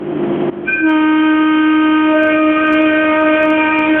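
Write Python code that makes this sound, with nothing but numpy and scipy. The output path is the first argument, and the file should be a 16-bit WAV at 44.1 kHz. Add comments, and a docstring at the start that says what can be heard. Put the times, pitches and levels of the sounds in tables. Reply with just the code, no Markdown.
"""A train-style air horn on a car holds one note as the car drives into a road tunnel.
Engine and tyre drone come first; compressed air rushes out, a shrill edge-tone whistle speaks, and
the horn's diaphragm joins in and sounds to the end. Inside, the tunnel roars and wall reflections
make the partials swell, fade and beat. A narrow-band recorder with gain control ducks the road
under the horn. Faint, very short high ticks sound at set times."""
import sys
import numpy as np
from scipy import signal
from scipy.fft import rfft, irfft
from scipy.io import wavfile
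from scipy.ndimage import uniform_filter1d, minimum_filter1d

SR = 44100
rng = np.random.default_rng(int(sys.argv[2]) if len(sys.argv) > 2 else 0)


def store_pcm(level_fs):
    """Save levels as 16-bit WAV."""
    pcm = np.round(np.clip(level_fs, -1, 1) * 32767).astype(np.int16)
    wavfile.write(sys.argv[1], SR, np.atleast_2d(pcm).T)


N = 176400
T = np.arange(N) / SR
HORN_HZ = 310.6


def amp(db):
    """Decibels to gain."""
    return 10 ** (np.asarray(db) / 20)


def unit(x):
    """Scales to rms 1."""
    return x / np.sqrt(np.mean(abs(x) ** 2) + 1e-20)


def curve(rows, column=1):
    """An automation curve: one column of a time table, at every sample."""
    rows = np.array(rows)
    return np.interp(T, rows[:, 0], rows[:, column])


def noise(spectrum):
    """Noise of rms 1, coloured by rows of f/Hz, level/dB."""
    hz, db = np.transpose(spectrum)
    f = np.fft.rfftfreq(N, 1 / SR)
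    colour = amp(np.interp(np.log(f + 1), np.log(hz), db))
    return unit(irfft(rfft(rng.standard_normal(N)) * colour, N))


def flutter(width_hz, order=4):
    """Complex random modulation of rms 1, up to about the given rate."""
    f = np.fft.fftfreq(N // 20, 20 / SR)
    phases = np.exp(2j * np.pi * rng.random(len(f)))
    motion = np.fft.ifft(phases / np.sqrt(1 + abs(f / width_hz) ** order))
    return unit(np.interp(T, T[::20], motion))


def tone(hz):
    """A complex oscillator that follows a pitch curve; its real part has rms 1."""
    return np.sqrt(2) * np.exp(2j * np.pi * (np.cumsum(hz * np.ones(N)) / SR + rng.random()))


def low_pass(x, hz):
    """Steep low-pass."""
    return signal.fftconvolve(x, signal.firwin(401, hz, window=("kaiser", 10), fs=SR), "same")


def road():
    """Wavering engine and tyre tones in a bed of flickering road noise."""
    # engine and tyre tones: f/Hz, level/dB
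    drone_tones = [(152, -16), (204, -10.5), (255, -13.5), (305, -6), (348, -1), (382, -12), (533, -18),
                   (636, -18.5), (687, -16)]
    # road noise spectrum: f/Hz, level/dB
    road_colour = [(20, -42), (60, -26), (120, -17), (210, -3), (360, 3), (480, -10.5), (800, -12.5),
                   (1200, -19.5), (2000, -25), (2800, -29), (3200, -27), (3500, -42), (4000, -54.5)]
    # fader for both, with an abrupt drop at 0.5 s: t/s, level/dB
    road_fader = [(0, -43), (.06, -35), (.22, -24.5), (.497, -20.5), (.503, -42), (.53, -32), (.68, -32.5),
                  (1, -42), (4, -42.5)]
    drone = sum(amp(db) * (tone(hz) * (1 + .5 * flutter(width_hz=9))).real for hz, db in drone_tones)
    flicker = amp(1.4 * flutter(width_hz=25).real)
    bed = flicker * noise(road_colour)
    return (amp(-3.5) * drone + amp(-4.5) * bed) * amp(curve(road_fader))


def tunnel_roar():
    """The low roar that the tunnel walls return, building as the car goes in."""
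    # roar spectrum: f/Hz, level/dB
    roar_colour = [(20, -20), (65, 0), (130, -1.5), (300, 5), (600, 2.5), (780, -8.5), (1200, -8.5),
                   (1600, -9), (2000, -15), (3000, -22.5), (4000, -41.5)]
    # roar build-up: t/s, level/dB
    roar_fader = [(0, -52), (.7, -42.5), (1, -37), (2, -36.5), (2.25, -30.5), (4, -30)]
    return noise(roar_colour) * amp(curve(roar_fader))


def air_rush():
    """Compressed air rushes out, coloured by the resonances of the horn's pipe."""
    # air spectrum: f/Hz, level/dB
    air_colour = [(300, -25), (800, -4), (1300, -0.5), (1900, -4.5), (2500, 0.5), (2900, -6.5), (3150, -5),
                  (3500, -18), (4000, -33.5)]
    # air onset and swell: t/s, level/dB
    air_fader = [(.62, -73), (.68, -42.5), (.82, -47.5), (.92, -37), (2.1, -33.5), (2.7, -30.5), (4, -28.5)]
    rush = noise(air_colour)
    pipe_echo = 0.38 * np.roll(rush, round(SR / HORN_HZ))  # one horn period late
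    return unit(rush + pipe_echo) * amp(curve(air_fader))


def whistle(depth):
    """Two edge tones scoop up as the valve opens; the upper one stays, airy and smeared by the tunnel."""
    # upper edge tone: t/s, f/Hz, level/dB
    upper_line = [(.65, 2350, -54), (.685, 2388, -26.5), (.71, 2415, -31.5), (.74, 2430, -20.5),
                  (.77, 2423, -30.5), (.84, 2406, -29.5), (.9, 2432, -33), (1.6, 2422, -41),
                  (2.1, 2440, -33), (2.35, 2398, -25), (3.2, 2415, -33.5), (3.42, 2407, -25.5),
                  (3.8, 2385, -18.5), (4, 2395, -35.5)]
    # short-lived lower edge tone: t/s, level/dB
    lower_fader = [(.672, -26), (.695, -22.5), (.725, -29), (.8, -24), (.92, -23), (.98, -35), (1.1, -70)]
    lower_hz, scoop_hz, scoop_s, rise_s = 1554, 46.33, .03, 0.033
    breath_hz = 2503
    age = np.maximum(T - upper_line[0][0], 0)
    smear = np.clip(0.13 + 0.65 * depth, 0, 1)
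    upper = tone(curve(upper_line)) * (np.sqrt(1 - smear ** 2) + smear * flutter(width_hz=14))
    upper += amp(-9) * tone(breath_hz) * flutter(width_hz=30)
    upper *= amp(curve(upper_line, column=2))
    lower = tone(lower_hz - scoop_hz * np.exp(-age / scoop_s)) * (1 + 0.22 * flutter(width_hz=86))
    lower *= np.minimum(age / rise_s, 1) ** 4 * amp(curve(lower_fader))
    return (age > 0) * (upper + lower).real


def horn(depth):
    """A diaphragm horn: upper partials bloom late; each has Doppler-shifted echoes and turbulence."""
    # harmonics at the tunnel mouth: nominal f/Hz, level/dB
    portal = [(311, -10), (621, -34.5), (932, -25), (1242, -19.5), (1553, -14.5), (1864, -38.5),
              (2174, -36.5), (2485, -39.5), (2795, -40), (3106, -37), (3417, -60.5), (3727, -67.5)]
    # the same harmonics deep inside: nominal f/Hz, level/dB
    inside = [(311, -12.5), (621, -16), (932, -24), (1242, -24), (1553, -22), (1864, -29), (2174, -30.5),
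              (2485, -30.5), (2795, -35.5), (3106, -39.5), (3417, -50.5), (3727, -62)]
    # swells and fades in the tunnel's standing waves, by harmonic number: t/s, level/dB
    swells = {1: [(.89, -3), (.96, -3), (2.2, -2.5), (2.3, -6.5), (2.43, 3), (2.61, -4.5), (2.72, 0.5),
              (2.79, -1), (3.0, -1), (3.08, -4), (3.17, -4.5), (3.28, -2), (3.35, -2), (3.42, -11),
              (3.49, 2.5), (3.62, -2.5), (3.71, -6), (3.79, 0), (3.86, -7), (3.92, 4.5), (4, -11)],
              2: [(.9, 3), (1.08, -4), (1.21, -5.5), (1.28, 1), (1.72, -10), (1.88, 1.5), (2.0, -7),
              (2.14, 12), (2.4, 3.5), (2.6, -3.5), (3.0, -1.5), (3.52, 1.5), (3.72, -10), (4, -1.5)],
              3: [(.9, 0), (1.2, -4), (1.9, -5.5), (2.12, 1), (2.28, -11.5), (3.0, -13.5), (3.15, 1),
              (3.34, -3.5), (3.65, 3.5), (4, -3.5)], 4: [(1, -6), (2.25, -3.5), (2.6, 6.5), (2.85, -2),
              (2.94, -5), (3.05, 2), (3.35, 3.5), (3.5, 1), (3.84, 1), (3.92, -11.5)], 5: [(2.12, -10.5),
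              (2.2, 0), (2.37, -1), (2.46, -15.5), (2.66, 5.5), (2.83, -4), (2.96, 7), (3.08, -6.5),
              (3.2, 1.5), (3.5, -0.5), (3.57, -2), (3.63, 2.5), (3.9, -8.5), (4, 8)]}
    start_s, rise_s, bloom_s = .764, 0.085, 0.072
    sharp_hz, settle_s, waver_hz, jitter_hz = 8, .135, 0.26, 1.17
    echo_portal, echo_inside, doppler_hz, wobble_hz = 0.057, 0.16, 11.1, 1.8
    age = np.maximum(T - start_s, 0)
    hz = HORN_HZ + sharp_hz * np.exp(-(age / settle_s) ** 4)  # starts sharp, then settles
    hz += waver_hz * flutter(width_hz=5.2).real + jitter_hz * flutter(width_hz=80).real
    wobble_rate_hz = 5 + flutter(width_hz=0.99).real
    wobble = wobble_hz * depth * np.sin(2 * np.pi * np.cumsum(wobble_rate_hz) / SR)
    blast = np.zeros(N)
    for k, ((_, portal_db), (_, inside_db)) in enumerate(zip(portal, inside), 1):
        swell_db = curve(swells[k]) if k in swells else 0
        level = amp(portal_db + (inside_db - portal_db) * depth + swell_db)
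        attack = np.clip((age - bloom_s * (1 - 1 / k)) / rise_s, 0, 1) ** 2
        echo = (echo_portal + (echo_inside - echo_portal) * depth) * k ** 0.76
        paths = (1 + echo * flutter(doppler_hz, order=8)) / np.sqrt(1 + echo ** 2)
        # a noisy skirt round each partial, stronger higher up and deeper in
        turbulence = amp(-25.5 + 14.5 * np.log10(k) + 3.5 * depth) * flutter(width_hz=51)
        blast += level * attack * (tone(k * hz + wobble) * (paths + turbulence)).real
    return blast


def ticks():
    """Faint, very short high ticks at set times."""
    # tick cues: t/s, level/dB
    cues = [(.893, -25), (.896, -22), (0.902, -31), (.909, -27), (2.156, -32), (2.233, -20.5),
            (2.236, -21.5), (2.274, -23), (2.673, -24), (2.726, -19), (2.729, -18.5), (2.736, -18),
            (2.742, -20), (2.821, -25), (2.927, -30.5), (3.213, -26), (3.431, -18), (3.455, -20.5),
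            (3.504, -16), (3.791, -17)]
    width_s = .00005
    snaps = np.zeros(N)
    for at_s, db in cues:
        distance_s = abs(T - round(at_s * SR) / SR)
        snaps += amp(db) * np.exp(-np.minimum(distance_s / width_s, 30))
    return snaps


def gain_control(x):
    """Lifts quiet sound, ducks quickly when it gets loud and recovers slowly."""
    max_gain_db, target_db, squeeze = 19.5, -9, 0.54
    sense_s, recover_db_per_s = 0.06, 6
    level_db = 10 * np.log10(abs(uniform_filter1d(x ** 2, int(sense_s * SR))) + 1e-12)
    fall_db = T * recover_db_per_s
    held_db = np.maximum.accumulate(level_db + fall_db) - fall_db
    gain_db = np.minimum(squeeze * (target_db - held_db), max_gain_db)
    return x * amp(uniform_filter1d(gain_db, size=300))


def limiter(x, ceiling=.72):
    """A quick peak limiter holds the highest crests down."""
    gain = minimum_filter1d(np.minimum(ceiling / (abs(x) + 1e-9), 1), size=500)
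    return x * uniform_filter1d(gain, size=500)


def scene():
    """Horn, whistle, air, road and tunnel roar, mixed at one microphone."""
    # how far the tunnel encloses the car: t/s, share/0-1
    enclosure = [(0, 0), (1.0, 0.21), (2.0, 0.14), (2.3, 0.67), (2.8, 0.98), (4, 0.97)]
    depth = np.clip(curve(enclosure), 0, 1)
    return (horn(depth) + whistle(depth) + air_rush() + road() + tunnel_roar())[None]


def record(dry):
    """The recorder levels the mix and narrows its band; the ticks reach above that band."""
    narrow = low_pass(limiter(gain_control(dry[0])), hz=4200)
    return low_pass(narrow + ticks(), hz=15800)[None]


dry = scene()
out = record(dry)
store_pcm(out)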